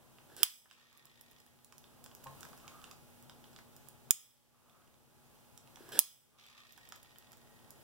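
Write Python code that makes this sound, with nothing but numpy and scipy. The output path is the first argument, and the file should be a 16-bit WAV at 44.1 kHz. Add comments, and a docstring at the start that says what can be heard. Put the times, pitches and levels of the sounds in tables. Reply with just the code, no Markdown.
"""A hand caulking gun near a camera in a quiet workshop, over fan rumble, mains hum and hiss throughout.
The trigger slides back and snaps on the steel frame; a squeeze makes the rod stick, slip and squeak.
Ticks and cartridge groans (gliding noise) follow, a soft, dull trigger release, a second snap, then a
slide, a third snap and a long squeeze to the end. Snaps are noise bursts in bands, with rattle and echo.
The camera cross-feeds two ports to widen its stereo; its gain control ducks after every snap."""
import sys
import numpy as np
from scipy import signal
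from scipy.fft import rfft, irfft, next_fast_len
from scipy.io import wavfile
from scipy.ndimage import uniform_filter1d, minimum_filter1d, map_coordinates

SR = 44100
rng = np.random.default_rng(int(sys.argv[2]) if len(sys.argv) > 2 else 0)


def wrap_up_sound(samples):
    """Save the sound to the file named by the first command line argument, as 16-bit audio."""
    columns = np.atleast_2d(samples).T
    # keep every value between -1 and 1, then stretch to whole-number steps
    tamed = np.clip(columns, -1, 1)
    steps = np.round(tamed * 32767).astype(np.int16)
    wavfile.write(sys.argv[1], SR, steps)


N = 345303


def amp(db):
    """dB to gain."""
    return 10 ** (np.asarray(db) / 20)


def unit(x):
    """Scaled to rms 1."""
    return x / np.sqrt(np.mean(x ** 2) + 1e-20)


def along(points, hz):
    """(Hz, value) points interpolated on a log frequency axis."""
    f, v = np.transpose(points)
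    return np.interp(np.log(hz + 1), np.log(f + 1), v)


def curves(rows):
    """One value per sample for each column after the time."""
    s, *cols = np.transpose(rows)
    return [np.interp(np.arange(N) / SR, s, c) for c in cols]


def wobble(rate_hz):
    """A smooth random curve, rate_hz knots a second."""
    knots = rng.standard_normal(int(N * rate_hz / SR) + 4)
    return map_coordinates(knots, [np.arange(N) * rate_hz / SR])


def filtered(x, response):
    """x times a complex response of frequency."""
    m = next_fast_len(N + 8192)
    return irfft(rfft(x, m) * response(np.fft.rfftfreq(m, 1 / SR)), m)[..., :N]


def body(modes):
    """The causal response of a few resonances, signs alternating."""
    def response(f):
        return sum((-1) ** k * amp(db) * 1j * f * width_hz / (hz * hz - f * f + 1j * f * width_hz)
                   for k, (hz, width_hz, db) in enumerate(modes))
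    return response


def sides(x, pan_db):
    """A mono sound on both ports, the left one pan_db louder."""
    return x * amp([[pan_db / 2], [-pan_db / 2]])


def diffuse(response, alike):
    """Stereo noise of rms 1, partly common to both ports."""
    common, left, right = rng.standard_normal((3, N))
    share = np.clip(alike, 0, 1)
    noise = np.sqrt(share) * common + np.sqrt(1 - share) * np.array([left, right])
    return unit(filtered(noise, response))


def stroke(start_s, length_s, attack_s, release_s):
    """Time since the start and a rise-hold-fall envelope; the fall follows the length."""
    u = np.arange(N) / SR - start_s
    shape = np.clip(u / attack_s, 0, 1) * np.clip((length_s - u) / release_s + 1, 0, 1)
    return np.clip(u, 0, None), shape ** 2


def narrow(noise, half_width_hz, hz):
    """Noise squeezed into one sharp mode that may glide."""
    slow = filtered(noise, lambda f: 1 / (1 + 1j * f / half_width_hz))
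    return unit(slow * np.sin(2 * np.pi * np.cumsum(hz) / SR))


CRACK_T60_S = 0.0026  # the first instant of a contact


def contacts(rows, bands, t60s, crack):
    """Short bursts of noise: a sharp crack, then each band dies at its own speed."""
    out, t = np.zeros((2, N + SR)), np.arange(2048) / SR
    passes = [signal.butter(2, band, "band", fs=SR, output="sos") for band in bands]
    rise = 1 - np.exp(-t / 0.00015)
    fades = [rise * (amp(-60 * t / t60) + crack * amp(-60 * t / CRACK_T60_S)) for t60 in t60s]
    for s, *dbs, pan_db in rows:
        burst = np.zeros(len(t))
        for db, band, fade in zip(dbs, passes, fades):
            noise = signal.sosfilt(band, rng.standard_normal(len(t)) * fade)
            # energy of a sine of amplitude db under the same fade
            burst += amp(db) * noise * np.linalg.norm(fade) / np.linalg.norm(noise) / np.sqrt(2)
        start = round(s * SR)
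        out[:, start:start + len(t)] += sides(burst, pan_db)
    return out[:, :N]


# Trigger snaps. Each row: start in seconds, strength in dB, body in dB, lean from upper to lower ring
# in dB, edge in dB, left over right in dB, slow part of the frame rattle in dB.
SNAPS = [(0.4318, -1, 7.5, -3, 1.5, -9.5, -30), (4.1084, -1, -6.5, 4, -1.5, -6, -32.5),
         (5.9910, 0, 0, -3, -6, -15.5, -31.5)]
# Bands of a snap. Each row: low and high edge in Hz.
SNAP_BANDS = [(40, 400), (400, 2000), (2000, 4300), (4300, 6400), (6400, 9000), (9000, 12300),
              (12300, 16000)]
# Fade of the ring. One t60 in seconds for each band.
SNAP_T60_S = [0.018, 0.0065, 0.0027, .008, 0.003, 0.0041, 0.0065]
# Colour of the steel contact. One ring level in dB for each band.
SNAP_COLOUR_DB = [-41, -34, -21, -19, -11, -10, -11.5]
# Reach of body, lean and edge. One share [factor] for each band.
SNAP_BODY = [0, 0.99, 1, 0.73, 0, 0, 0.056]
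SNAP_LEAN = [0, 0, 0, 0, 1, -1, 0]
SNAP_EDGE = [0, 0, 0, 0, 0, 0, 1]


def trigger_snaps():
    """Steel on steel: one colour for every snap, with more or less body, ring and edge."""
    rows = []
    for s, db, body_db, lean_db, edge_db, pan_db, _ in SNAPS:
        band_db = db + np.array(SNAP_COLOUR_DB) + body_db * np.array(SNAP_BODY)
        band_db = band_db + lean_db * np.array(SNAP_LEAN) + edge_db * np.array(SNAP_EDGE)
        rows.append((s, *band_db, pan_db))
    return contacts(rows, SNAP_BANDS, SNAP_T60_S, crack=1.5)


# Frame resonances. Each row: centre in Hz, width in Hz, gain in dB, all before the response is squared.
FRAME = [(1246, 380, -4.5), (2420, 300, -3.5), (3330, 900, -2), (5220, 760, 0), (6100, 280, 0.5),
         (6440, 120, -1), (8030, 600, 0), (10170, 400, -2), (10800, 500, -1), (12100, 540, -6),
         (13100, 300, -5), (14600, 700, -8.5), (16840, 170, -6.5)]


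def frame_rattle():
    """Loose parts of the frame rattle on after every snap, in its resonances."""
    t = np.arange(N) / SR
    fade = np.zeros(N)
    for s, *_, db in SNAPS:
        since = np.abs(t - s)
        fade += amp(db) * (t >= s) * (amp(-60 * since / 0.55) + 3 * amp(-60 * since / 0.034))
    return fade * diffuse(lambda f: body(FRAME)(f) ** 2 + 0.45 * (f > 1800), alike=0.16)


# Strokes of the trigger along the rod. Each row: start in seconds, length in seconds, handle level in dB,
# its swell by the end in dB, rod level in dB.
SLIDE = [(.295, 0.11, -59, -12, -69.5), (.366, 0.082, -59.5, 9.5, -53.5), (5.79, 0.19, -69, 18, -70),
         (5.918, 0.085, -59.5, 17.5, -50.5)]
# Handle modes, then rod modes. Each row: centre in Hz, width in Hz, gain in dB.
SLIDE_LOW = [(344, 160, 9.5), (820, 420, -3), (1653, 250, 4)]
SLIDE_HIGH = [(3220, 3200, -12.5), (5600, 2200, -11.5), (7300, 720, -12), (8950, 1500, -12.5),
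              (11130, 1300, -10.5)]
SLIDE_EDGE_S = 0.0023


def slide():
    """Grainy friction excites handle and rod before the first and the last snap."""
    grit = rng.standard_normal(N) * amp(2.2 * wobble(150))
    handle = unit(filtered(grit, body(SLIDE_LOW)))
    rod = unit(filtered(grit, body(SLIDE_HIGH)))
    out = np.zeros(N)
    for s, length_s, handle_db, swell_db, rod_db in SLIDE:
        u, shape = stroke(s, length_s, SLIDE_EDGE_S, SLIDE_EDGE_S)
        handle_gain = amp(handle_db + swell_db * np.clip(u / length_s, 0, 1))
        out += shape * (handle_gain * handle + amp(rod_db) * rod)
    return sides(out, -1)


# Squeezes. Each row: start in seconds, length in seconds, rubbing in dB, squeak in dB,
# squeak once loaded in Hz.
SQUEEZE = [(0.677, 0.77, -55.5, -60.5, 1889), (6.371, 1.9, -51, -58.5, 1882)]
# Modes of the rubbing rod. Each row: centre in Hz, width in Hz, gain in dB.
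RUB = [(2380, 380, 3.5), (3290, 480, 6.5), (3800, 860, 4), (4760, 430, 3.5), (5540, 1600, -3.5),
       (7400, 980, -35)]
RUB_ATTACK_S, RUB_FADE_DB_PER_S = 0.017, 17.5
SQUEAK_ATTACK_S, SQUEAK_FADE_DB_PER_S, RELEASE_S = 0.15, 12.5, 0.16
CREEP_HZ, CREEP_S = 110.9, 0.25  # the squeak starts this far flat and settles
SLIPS_FAST_HZ, SLIPS_SLOW_HZ, SLOWING_S = 100, 12, 0.5  # slip rate at the start and at last


def squeeze(s, length_s, rub_db, squeak_db, squeak_hz):
    """The rod sticks and slips, ever more slowly; slips and steady rubbing sound through its modes."""
    u, rub = stroke(s, length_s, RUB_ATTACK_S, RELEASE_S)
    sing = stroke(s, length_s, SQUEAK_ATTACK_S, RELEASE_S)[1]
    rate_hz = SLIPS_SLOW_HZ + (SLIPS_FAST_HZ - SLIPS_SLOW_HZ) * np.exp(-u / SLOWING_S)
    turns = np.floor(np.cumsum(rate_hz * amp(3 * wobble(40))) / SR)
    slips = np.diff(turns, prepend=0) * amp(2.5 * wobble(200)) * np.sqrt(SR / rate_hz)
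    puffs = signal.lfilter([1], [1, -np.exp(-1 / (0.004 * SR))], slips)  # each slip a short scratch
    friction = (unit(puffs) + 0.54) * rng.standard_normal((2, N))
    # one sharp mode creeps upward as the load grows
    mode_hz = squeak_hz - CREEP_HZ * np.exp(-u / CREEP_S)
    squeak = narrow(friction + 1.6 * rng.standard_normal((2, N)), 22, mode_hz)
    rubbing = rub * amp(rub_db - RUB_FADE_DB_PER_S * u) * unit(filtered(friction, body(RUB)))
    return rubbing + sing * amp(squeak_db - SQUEAK_FADE_DB_PER_S * u) * squeak


# Groans as pressure builds. Each row: start in seconds, length in seconds, level in dB,
# start pitch in Hz, end pitch in Hz.
GROANS = [(.72, 0.36, -68.5, 1334, 1103), (2.596, 0.32, -64.5, 1198, 1251),
          (4.498, 0.35, -68.5, 1159, 1284), (6.31, 0.34, -64, 1191, 1191)]
GROAN_HALF_WIDTH_HZ, GROAN_ATTACK_S, GROAN_RELEASE_S = 75, 0.049, 0.026


def groans():
    """Narrow, slowly gliding noise in one mode of the cartridge."""
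    out = np.zeros(N)
    for s, length_s, db, start_hz, end_hz in GROANS:
        u, shape = stroke(s, length_s, GROAN_ATTACK_S, GROAN_RELEASE_S)
        hz = start_hz + (end_hz - start_hz) * np.clip(u / length_s, 0, 1)
        out += amp(db) * shape * narrow(rng.standard_normal(N), GROAN_HALF_WIDTH_HZ, hz)
    return sides(out, -3.1)


# Ticks of rod, grip plate and tube. Each row: start in seconds, level at the brightest in dB,
# brightness in octaves above 1 kHz, dull body in dB.
TICKS = [(0.185, -48.5, 1.2, -52), (0.3653, -38.5, 3.4, -61), (0.6571, -54, 2, -42.5),
         (0.7113, -35, 1.95, -40), (0.7284, -49, 3, -60), (0.7811, -53, 2.9, -51.5),
         (0.8072, -50, 1.7, -54), (0.8294, -55, 2, -55), (0.9287, -47.5, 3.3, -57),
         (0.9746, -39.5, 3.9, -62), (1.0547, -38.5, 3.9, -74), (1.2111, -36.5, 3.93, -64),
         (1.3127, -44, 3.9, -65), (1.3855, -54, 2.6, -73), (1.4019, -48.5, 3.1, -66),
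         (1.4637, -49.5, 3.5, -60), (1.6461, -44.5, 3.3, -70), (1.7239, -46.5, 2.5, -51.5),
         (1.781, -43, 3.36, -69), (1.8409, -44.5, 0.92, -61), (2.041, -41.5, 3.35, -63),
         (2.0614, -44.5, 2.6, -50.5), (2.1142, -52.5, 1.5, -54), (2.1499, -42.5, 3.36, -60),
         (2.2413, -42, 3.5, -58), (2.2689, -48, 2, -45), (2.4076, -43.5, 3.1, -68),
         (2.4302, -41, 2.44, -44.5), (2.4508, -48, 3.1, -46.5), (2.4875, -51.5, 3.4, -74),
         (2.5303, -53, 1.86, -49), (2.5762, -50, 3.1, -59), (2.679, -40.5, 2, -49),
         (2.8413, -41.5, 1.9, -49.5), (2.9121, -42.5, 2.4, -59), (3.2258, -49.5, 3.8, -70),
         (3.2964, -46, 1.97, -52), (3.4413, -49, 1.3, -59), (3.5621, -45, 1.7, -59), (3.588, -53, 2.5, -51),
         (3.7649, -48, 3.6, -73), (3.8862, -39, 4.26, -68), (4.6964, -49, 1.3, -69.5),
         (5.5762, -43, 3, -63), (5.6742, -51, 1.3, -59.5), (5.7585, -45, 2.2, -69.5),
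         (5.7703, -56, 2.6, -49.5), (5.8901, -45.5, 3.6, -51), (6.3926, -52, 1.7, -54.5),
         (6.4309, -50, 4.1, -57), (6.442, -47, 1.4, -62), (6.4648, -43.5, 3.8, -66),
         (6.4828, -48, 1.9, -65), (6.5023, -48, 2.5, -58), (6.6787, -57, 1.9, -62),
         (6.7231, -40.5, 3.6, -71), (6.7765, -43, 3.3, -44.5), (6.8543, -53.5, 2.6, -68.5),
         (6.8893, -39, 3.8, -70), (6.9223, -35.5, 2.46, -38), (6.9597, -41.5, 3.4, -51.5),
         (7.0303, -42, 3.6, -60), (7.0474, -52, 1.4, -55), (7.0706, -56, 2.1, -67), (7.1076, -51, 1.6, -62),
         (7.159, -44.5, 1.1, -55), (7.1845, -39, 3.9, -68), (7.2246, -49, 1.06, -58),
         (7.319, -44.5, 3.5, -57.5), (7.3304, -47, 2.6, -53), (7.3712, -49, 3.9, -67),
         (7.7057, -39, 3.7, -63)]
# Bands of a tick, dull body first. Each row: low and high edge in Hz.
TICK_BANDS = [(800, 1800), (2300, 4200), (4500, 8000), (8000, 16000)]
# Fade of a tick. 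One t60 in seconds for each band.
TICK_T60_S = [0.029, 0.012, 0.013, 0.009]
FAINT_TICKS, FAINT_DB, FAINT_SPREAD_DB = 20, -56, 2  # scattered at random
TICK_FALL_DB, TICK_PAN_DB = 6, -7  # loss one octave off the brightness; left over right


def ticks():
    """A tick has a dull body; above that it is loudest at its brightness and falls away on both sides."""
    faint = [(a * N / SR, FAINT_DB + FAINT_SPREAD_DB * (2 * b - 1), 1 + 1.8 * c, FAINT_DB - 7.5)
             for a, b, c in rng.random((FAINT_TICKS, 3))]
    octaves = np.log2(np.sqrt(np.prod(TICK_BANDS[1:], axis=1)) / 1000)  # band centres above 1 kHz
    rows = [(s, body_db, *(db - TICK_FALL_DB * (octaves - bright) ** 2), TICK_PAN_DB)
            for s, db, bright, body_db in TICKS + faint]
    return contacts(rows, TICK_BANDS, TICK_T60_S, crack=0.41)


# Soft trigger release. Each row: start in seconds, knock in dB, thud in dB.
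RELEASES = [(2.26, -44, -56), (2.2675, -44, -47.5), (2.31, -53, -52.5)]
# Fingers on the handle. Each row: start in seconds, level in dB.
TAPS = [(0.32, -48), (5.806, -43.5), (5.887, -47), (5.927, -45)]
# Modes of gun body, thud and handle. Each row: pitch in Hz, level in dB, t60 in seconds.
GUN_BODY = [(888, 3.5, 0.042), (1057, -4, 0.068), (540, -8, 0.07)]
THUD = [(137, -0.5, 0.34), (70, -5, .15)]
HANDLE = [(344, 3, 0.046), (885, -12.5, 0.017)]


def release_and_taps():
    """Soft trigger release, knock and thud of the gun, and taps on the handle, as decaying sines."""
    out, t = np.zeros(N + SR), np.arange(SR // 4) / SR

    def ring(modes):
        tones = sum(amp(db - 60 * t / t60) * np.sin(2 * np.pi * hz * t) for hz, db, t60 in modes)
        return tones * (1 - np.exp(-t / 0.0011))

    for s, knock_db, thud_db in RELEASES:
        out[round(s * SR):][:len(t)] += amp(knock_db) * ring(GUN_BODY) + amp(thud_db) * ring(THUD)
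    for s, db in TAPS:
        out[round(s * SR):][:len(t)] += amp(db) * ring(HANDLE)
    return sides(out[:N], 0)


# Decay of the room. Each row: frequency in Hz, t60 in seconds.
WALLS = [(300, 0.12), (1500, 0.29), (5000, 0.3), (15000, 0.07)]


def walls(x):
    """Each frequency of the room's answer dies at its own speed."""
    hz, t, z = signal.stft(rng.standard_normal((2, SR // 2)), SR, nperseg=256)
    tail = signal.istft(z * amp(-60 * t / along(WALLS, hz)[:, None]), SR, nperseg=256)[1]
    late = np.pad(x.mean(0), (200, 0))[None]
    return signal.fftconvolve(late, tail / np.linalg.norm(tail[0]), axes=1)[:, :N]


# Swell of the room noise. Each row: time in seconds, fan level in dB.
ROOM = [(0, -59), (1.7, -63.5), (2.1, -60), (2.45, -56.5), (3.1, -61.5), (4.1, -64), (4.7, -59.5),
        (5.1, -65), (5.35, -60), (5.6, -62.5), (5.9, -58.5), (6.6, -61.5), (7.3, -60.5), (7.83, -59.5)]
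# Spectra of fan and hiss. Each row: frequency in Hz, relative density in dB per Hz.
FAN = [(20, -11.5), (50, -2.5), (120, 0.5), (300, -3.5), (700, -7.5), (1400, -15.5), (2200, -29),
       (5000, -35.5)]
HISS = [(300, -22.5), (1500, 0.5), (3000, 0), (5200, -2), (8000, -2.5), (12000, -3.5), (16500, -7.5)]
# Fan housing modes. Each row: centre in Hz, width in Hz, gain in dB.
DRONE = [(85, 14, -8), (134, 15, 0)]
# Mains overtones. Each row: pitch in Hz, rms level in dB before a slight wobble.
HUM = [(240, -67), (360, -78), (480, -85.5), (840, -77)]
HISS_DB, HISS_FOLLOWS = -65.5, 0.94  # mean level; share of the fan's swells


def workshop():
    """Fan rumble and drone, slightly unsteady mains hum and a broad hiss."""
    fan_db, = curves(ROOM)
    hiss_db = HISS_DB + HISS_FOLLOWS * (fan_db - fan_db.mean())
    t = np.arange(N) / SR
    fan = amp(fan_db + 1.3 * wobble(6)) * diffuse(lambda f: amp(along(FAN, f)), alike=0.4)
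    drone = amp(-65.5) * diffuse(body(DRONE), alike=0.33)
    hum = np.zeros((2, N))
    for hz, db in HUM:
        phase = 2 * np.pi * hz * t + 0.5 * wobble(6) + [[0], [1.2]]
        hum += amp(db + 1.1 * wobble(2.8)) * np.sqrt(2) * np.sin(phase)
    hiss = amp(hiss_db + 0.82 * wobble(6)) * diffuse(lambda f: amp(along(HISS, f)), alike=0.024)
    return fan + drone + hum + hiss


def scene():
    """The gun, its echo in the room, and the room noise."""
    snaps = trigger_snaps()
    small = ticks() + slide() + sum(squeeze(*row) for row in SQUEEZE) + groans() + release_and_taps()
    echo = walls(amp(-1.5) * snaps + amp(-5.5) * small)
    return snaps + frame_rattle() + small + echo + workshop()


def gain_control(x, limit_db, depth_db, start_db, hold_s, recover_s):
    """Ducks a few ms after a loud peak, holds, then recovers ever more slowly."""
    t = np.arange(N) / SR
    power = np.abs(uniform_filter1d(np.mean(x ** 2, 0), size=89, origin=44))
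    level_db = 10 * np.log10(power + 1e-12)
    hold = int(hold_s * SR) // 2
    need_db = -np.clip(level_db - limit_db, 0, depth_db)
    need_db = minimum_filter1d(need_db, size=2 * hold + 1, origin=hold, mode="nearest")
    need_db[0] = start_db
    # running maximum of the cut, shrinking exponentially in dB
    log_cut = np.maximum.accumulate(np.log(np.abs(need_db) + 1e-9) + t / recover_s) - t / recover_s
    return x * amp(uniform_filter1d(-np.exp(log_cut), size=441, origin=220, mode="nearest"))


# Cross-feed. Each row: frequency in Hz, share of the other port [factor].
CROSS = [(100, 0.41), (2000, 0.51), (6000, 0.42), (15000, .42)]
# Right port response. Each row: frequency in Hz, gain in dB.
RIGHT_PORT = [(40, -1), (120, -2.5), (300, -2.5), (1000, -1), (2500, 2.5), (4000, -0.5), (8000, 0.5),
              (10000, 3), (13500, 4.5), (16000, 9)]
TOP_HZ, SELF_NOISE_DB = 15950, -78


def record(dry):
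    """Each port loses a late copy of the other (a comb); then colour, gain control, own hiss, band limit."""
    def late(f, delay_s):
        return np.exp(-2j * np.pi * f * delay_s)

    wide = dry - filtered(dry[::-1], lambda f: along(CROSS, f) * late(f, 0.000457))
    ports = filtered(wide, lambda f: np.array([late(f, 0.00003), amp(along(RIGHT_PORT, f))]))
    ducked = gain_control(ports, limit_db=-42.5, depth_db=17, start_db=-6.5, hold_s=0.18, recover_s=0.8)
    noisy = ducked + amp(SELF_NOISE_DB) * diffuse(lambda f: amp(along(HISS, f)), alike=0.05)
    limited = noisy / (1 + np.abs(noisy) ** 8) ** 0.125  # soft limit at full scale
    return filtered(limited, lambda f: 1 / (1 + (f / TOP_HZ) ** 120))


dry = scene()
out = record(dry)
wrap_up_sound(out)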